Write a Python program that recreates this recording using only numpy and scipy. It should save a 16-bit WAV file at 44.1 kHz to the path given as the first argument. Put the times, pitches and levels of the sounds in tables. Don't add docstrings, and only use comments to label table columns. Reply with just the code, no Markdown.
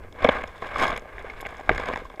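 import sys
import numpy as np
from scipy import signal
from scipy.fft import rfft, irfft
from scipy.io import wavfile

SR = 44100
rng = np.random.default_rng(int(sys.argv[2]) if len(sys.argv) > 2 else 0)


def nominal_scale(level):
    x = np.asarray(level, float) / 20
    return 10 ** x


def wav_out(sig):
    wavfile.write(sys.argv[1], SR, np.round(np.clip(np.atleast_2d(sig).T, -1, 1) * 32767).astype(np.int16))


N = 97020

# (frequency [Hz], level [dB], t60 [s])
SHELL_MODES = [(156, -6, 0.014), (266, -1.5, 0.03), (385, -8, 0.04), (482, 0, 0.028), (630, 0.5, 0.025),
               (779, -0.5, 0.021), (1070, -2, 0.023), (1200, -9, 0.022), (1620, -3, 0.014),
               (2180, 2, 0.012), (2900, -14, 0.014), (3357, -16, 0.0146), (3866, -14.5, 0.0072)]
# (frequency [Hz], level [dB], t60 [s])
PORT_MODES = [(3430, 11.5, 0.0064), (5150, 0.5, 0.0058), (6590, -1, 0.0051), (7600, -4, 0.005),
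              (9700, -1, 0.0029), (11680, -7.5, 0.0033), (13100, -15, 0.0044)]


def evened(x):
    return x / np.sqrt(np.mean(x ** 2) + 1e-20)


def along(table, column=1):
    rows = np.array(table)
    return np.interp(np.arange(N) / SR, rows[:, 0], rows[:, column])


def add(mix, start_s, sound):
    part = mix[round(start_s * SR):][:len(sound)]
    part += sound[:len(part)]


def slow_noise(corner_hz):
    f = np.fft.rfftfreq(N, 1 / SR)
    lowpass = (f > 0) / (1 + (f / corner_hz) ** 4)
    return evened(irfft(rfft(rng.standard_normal(N)) * lowpass, N))


def ring(modes, favour_hz=None, longer=1, favour_oct=0.22, contact_s=0.0001):
    scatter_db, favour_db, detune = 2, 9.5, 0.012
    hz, db, t60 = np.transpose(modes)[:, :, None]
    luck = rng.standard_normal((3, len(modes), 1))
    t = np.arange(2200) / SR
    db = db + scatter_db * luck[0]
    if favour_hz:
        octaves = np.log2(hz / favour_hz)
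        db = db + favour_db * np.exp(-(octaves / favour_oct) ** 2)
        db = db - 3 * np.maximum(octaves - 1, 0)
        db = db - 3 * np.maximum(-octaves - 0.5, 0) ** 1.5
    decay = nominal_scale(db - 60 * t / (t60 * longer))
    swing = np.sin(2 * np.pi * hz * (1 + detune * luck[2]) * t)
    partials = np.sign(luck[1]) * decay * swing
    return partials.sum(0) * (1 - np.exp(-t / contact_s))


def bounces(length, count, spread_s, level_db):
    hits = np.zeros(length)
    when, size = rng.random((2, count))
    np.add.at(hits, (when * spread_s * SR).astype(int), nominal_scale(level_db) * (2 * size - 1))
    hits[0] = 1
    return hits


def rubbing(modes, per_s, spread_db, level_db, favour_hz=None, spots=12):
    struck = rng.random(N) < per_s / SR
    size = nominal_scale(spread_db * np.minimum(rng.exponential(1, N), 4)) * struck
    spot = rng.integers(0, spots, N)
    grains = np.zeros(N)
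    for k in range(spots):
        strikes = size * (spot == k) * nominal_scale(level_db)
        response = evened(ring(modes, favour_hz, favour_oct=0.45))
        grains += signal.oaconvolve(strikes, response)[:N]
    return grains / np.sqrt(2200 * np.mean(size ** 2))


def water():
    # (frequency [Hz], density [dB per Hz])
    hiss_spectrum = [(100, -7.5), (500, 2.5), (1100, -19), (2200, -39), (4300, -29), (8000, -30.5),
                     (12400, -33.5), (16000, -35)]
    # (time [s], level [dB])
    surge_curve = [(0.0, -40), (0.02, -41.5), (0.2, -49.5), (0.24, -28), (0.3, -38.5), (0.46, -44.5),
                   (0.55, -53.5), (0.63, -47), (0.9, -35.5), (1.1, -54), (1.14, -43), (1.59, -51.5),
                   (1.67, -45.5), (1.71, -27), (1.83, -41), (2.06, -46.5), (2.16, -60), (2.2, -56)]
    hiss_db, surge_db, rumble_hz = -53, 1.5, 81.6
    hz, density_db = np.transpose(hiss_spectrum)
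    log_hz = np.log(np.fft.rfftfreq(N, 1 / SR) + 1)
    colour = nominal_scale(np.interp(log_hz, np.log(hz + 1), density_db))
    hiss = evened(irfft(rfft(rng.standard_normal(N)) * colour, N))
    rumble = nominal_scale(along(surge_curve) + surge_db) * slow_noise(rumble_hz)
    return nominal_scale(hiss_db) * hiss + rumble


def scraping():
    # (time [s], pressure [dB], extra sand [dB])
    scrape_curve = [(0, -51.5, -16), (.05, -48, -16), (.12, -58, 10), (.22, -32.5, -1.5), (.36, -27.5, 4.5),
                    (.43, -36, 1), (.47, -46, 6.5), (.6, -46, 12.5), (.63, -39, 10), (.74, -36.5, 5),
                    (.8, -24.5, 11.5), (.91, -28, 7), (1.02, -48.5, -1), (1.18, -42, 3.5), (1.67, -45.5, 8),
                    (1.71, -36.5, 7.5), (1.92, -32, 5.5), (2.08, -52, 9.5)]
    clump_db, clump_hz, sand_db = 2.2, 45, -26
    press_db = along(scrape_curve) + clump_db * slow_noise(clump_hz)
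    grit = rubbing(SHELL_MODES, per_s=4000, spread_db=3.1, level_db=press_db, favour_hz=1435)
    sand_press_db = press_db + along(scrape_curve, column=2) + sand_db
    sand = rubbing(PORT_MODES, per_s=900, spread_db=3.2, level_db=sand_press_db)
    return grit + sand


def knocks():
    # (time [s], peak [dB], favoured mode [Hz], ring length [factor])
    pebble_knocks = [(.004, -36.5, 290, 0.77), (0.047, -32.5, 463, 0.94), (.126, -39, 1130, .7),
                     (.15, -35.5, 517, 0.5), (.186, -55, 690, 1), (.207, -27.5, 616, 0.6),
                     (.222, -21, 1160, 1.07), (0.2446, -6.5, 630, 0.803), (0.2482, -2.5, 1070, 1.15),
                     (0.2646, -16.5, 800, 0.48), (.273, -21, 2180, 1.3), (.282, -17.5, 550, 1.59),
                     (0.2886, -4, 587, 0.72), (0.2912, -4, 1070, 1.2), (.42, -23, 1620, 0.664),
                     (0.438, -16, 1710, 0.812), (.622, -22, 1200, 1.04), (0.719, -31, 1130, 2.2),
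                     (.759, -15.5, 1130, 0.76), (.796, -19, 1070, 0.91), (0.818, -16.5, 524, 0.56),
                     (.824, -12, 1140, 0.85), (0.835, -10.5, 1230, 1.26), (0.928, -19.5, 660, 1),
                     (0.977, -23, 2410, 0.758),
                     (1.021, -36, 490, 1.6), (1.056, -32, 488, 0.49), (1.182, -23, 1620, 0.53),
                    (1.245, -26.5, 489, 0.72), (1.299, -24.5, 2180, 1), (1.402, -28, 2180, 0.99),
                    (1.428, -24, 710, 0.91), (1.452, -24.5, 2180, 1.1), (1.462, -20.5, 2180, 0.4),
                    (1.467, -22, 1600, 0.89), (1.593, -29, 710, 1.18), (1.675, -28.5, 460, 0.66),
                    (1.6985, -16, 1200, 0.55), (1.7023, -16, 660, 0.47), (1.716, -19.5, 1960, 0.97),
                    (1.725, -24, 1600, 0.967), (1.78, -17.5, 1600, 1.3), (1.797, -21, 1070, 1.16),
                    (1.887, -20, 450, 0.92), (1.899, -19, 1070, 0.96), (1.911, -21, 580, 0.84),
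                    (1.941, -21, 2180, 0.6), (2.058, -41, 1090, 1.9), (2.108, -43, 1104, 1.14),
                    (1.195, -32.5, 800, 1.2), (1.27, -33, 1590, .8), (1.608, -28, 1070, 1.06),
                    (1.936, -14.5, 1600, 0.76), (1.959, -16, 1620, 0.6), (1.974, -23.5, 1590, 0.82),
                    (2.017, -29.5, 524, 0.9), (2.052, -32.5, 1050, 1.8), (2.101, -31.5, 1090, 1.05),
                    (2.14, -35.5, 730, 1.4), (2.175, -35, 607, 1.12), (2.197, -19, 640, 0.5),
                    (.882, -19, 1070, 1.06), (.9, -20.5, 1100, 1.02), (1.525, -31.5, 640, 0.94),
                    (1.545, -34, 1600, .8), (.353, -22, 640, 1.1), (.395, -24, 800, 1.05)]
    knock_db, thump_db, thump_hz, wall_hz = 0.92, -55, 45, 5600
    out = np.zeros(N)
    t = np.arange(3000) / SR
    thump = np.sin(2 * np.pi * thump_hz * t) * np.exp(-t / 0.0096)
    for s, db, hz, longer in pebble_knocks:
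        hits = bounces(1500, 4, longer * 0.004, level_db=-4)
        sound = np.convolve(hits, ring(SHELL_MODES, hz, longer, contact_s=0.4 / hz))
        add(out, s, nominal_scale(db + knock_db) * sound / abs(sound).max())
        add(out, s, nominal_scale(db + thump_db) * thump)
    return signal.sosfilt(signal.butter(3, wall_hz, fs=SR, output="sos"), out)


def ticks():
    # (time [s], peak [dB], favoured mode [Hz])
    sand_ticks = [(0.1257, -39, 5140), (0.2064, -45, 4890), (0.2254, -32, 5240), (0.244, -21.5, 4730),
                  (0.2882, -24.5, 4850), (0.437, -33.5, 6700), (0.4755, -34.5, 4860), (0.626, -53, 5350),
                  (0.6469, -51, 5530), (0.7444, -35, 4930), (0.783, -29, 6580), (0.7953, -26, 4970),
                  (0.8121, -37.5, 5210), (0.8315, -26, 5150), (0.8804, -23.5, 5100), (0.9046, -26.5, 5300),
                  (0.9268, -56, 5000), (0.9639, -29, 4800), (1.0205, -46.5, 5490), (1.2519, -50, 5250),
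                  (1.302, -40, 5230), (1.49, -39, 4970), (1.569, -39, 5300), (1.7253, -38.5, 5040),
                  (1.758, -36, 6600), (1.192, -41, 5200), (1.6, -41, 6600), (1.612, -42, 5200),
                  (1.905, -47, 7500), (2.055, -44, 5600), (0.855, -40, 6600), (.893, -32, 7500),
                  (0.2504, -35.5, 5170), (0.2648, -41, 4970), (0.295, -32.5, 5060), (0.8004, -38, 5500),
                   (0.8364, -27, 4500), (0.8454, -34, 5210), (0.8684, -28, 5040), (0.995, -39.5, 6640),
                   (1.459, -40, 5090), (1.778, -27, 5330), (1.7992, -31.5, 5320), (1.8317, -66, 5160),
                   (1.858, -31.5, 5410), (1.8864, -29.5, 5200), (1.936, -33, 5430), (1.9592, -30.5, 5452),
                   (1.974, -31, 6500), (1.9864, -46, 5410), (2.047, -45, 5800), (2.099, -44, 4550),
                   (2.1595, -42, 4740)]
    # (time [s], peak [dB], favoured mode [Hz])
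    bright_snaps = [
        (1.693, -31, 9700),
        (1.393, -46, 11500),
        (1.408, -32, 11500),
        (1.4135, -29, 11500),
        (1.467, -32, 9700),
        (.976, -29, 9700),
        (1.225, -42, 7500),
        (1.507, -45, 9700),
        (1.582, -44, 7500),
    ]
    tick_db = -2
    out = np.zeros(N)
    for s, db, hz in [*sand_ticks, *bright_snaps]:
        hits = bounces(600, 3, 0.0055, level_db=-6)
        sound = np.convolve(hits, ring(PORT_MODES, hz, favour_oct=0.6))
        add(out, s, nominal_scale(db + tick_db) * sound / abs(sound).max())
    return out


def cracks():
    # (time [s], peak [dB], frequency [Hz])
    wall_cracks = [(.1257, -45, 3380), (.2225, -28.5, 3450), (.2455, -14.5, 3350), (.2515, -23, 3300),
                   (.2655, -34, 3220), (.2892, -12, 3450), (.2955, -18, 3030), (.437, -29, 2960),
                   (.762, -29, 3370), (.785, -38, 3480), (.798, -31, 3520), (.819, -27, 3380),
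                   (.836, -40, 3530), (.878, -28, 3530), (.928, -29, 3500), (.964, -38, 3220),
                   (.977, -28.5, 3400), (1.182, -47, 3086), (1.301, -44, 3221), (1.462, -44, 3300),
                   (1.779, -34, 3600), (1.937, -37, 3460), (1.96, -38, 3500), (2.1, -45, 3250)]
    t60_s, rise_s = 0.0076, 0.00047
    out = np.zeros(N)
    t = np.arange(900) / SR
    rise = 1 - np.exp(-t / rise_s)
    for s, db, hz in wall_cracks:
        add(out, s, nominal_scale(db + 4 - 60 * t / t60_s) * np.sin(2 * np.pi * hz * t) * rise)
    return out


def slam():
    # (frequency [Hz], level [dB], t60 [s])
    slam_modes = [(330, -14, 0.012), (700, -1, 0.011), (1180, -16, .03), (1600, 0, 0.0105),
                  (2130, 0, 0.008), (2980, -18, .008), (3600, -16, .007), (4500, -25, .006),
                  (5500, -30, .006)]
    # (time [s], peak [dB], frequency [Hz], t60 [s])
    dull_rebound = (1.7115, -10, 420, .016)
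    slam_s, turn_hz = 1.693, 1400
    out = np.zeros(N)
    t = np.arange(2200) / SR
    blow = np.zeros(len(t))
    for hz, db, t60 in slam_modes:
        sign = np.sign(turn_hz - hz)
        blow += sign * nominal_scale(db - 60 * t / t60) * np.sin(2 * np.pi * hz * t)
    blow *= 1 - np.exp(-t / 0.0012)
    add(out, slam_s, blow / abs(blow).max())
    s, db, hz, t60 = dull_rebound
    rise = 1 - np.exp(-t / 0.0008)
    add(out, s, nominal_scale(db + 4 - 60 * t / t60) * np.sin(2 * np.pi * hz * t) * rise)
    return out


def scene():
    return (water() + scraping() + knocks() + ticks() + cracks() + slam())[None]


def band_limit(x):
    return signal.sosfilt(signal.butter(12, 16120, fs=SR, output="sos"), x)


def record(dry):
    ceiling, edge_hz = 1.0, 15600
    held = dry * np.minimum(ceiling / abs(dry).max(), 1)
    faded = held * np.minimum(np.arange(N)[::-1] / 30, 1)
    limited = signal.oaconvolve(faded, signal.firwin(255, edge_hz, fs=SR)[None], "same")
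    return band_limit(limited)


dry = scene()
out = record(dry)
wav_out(out)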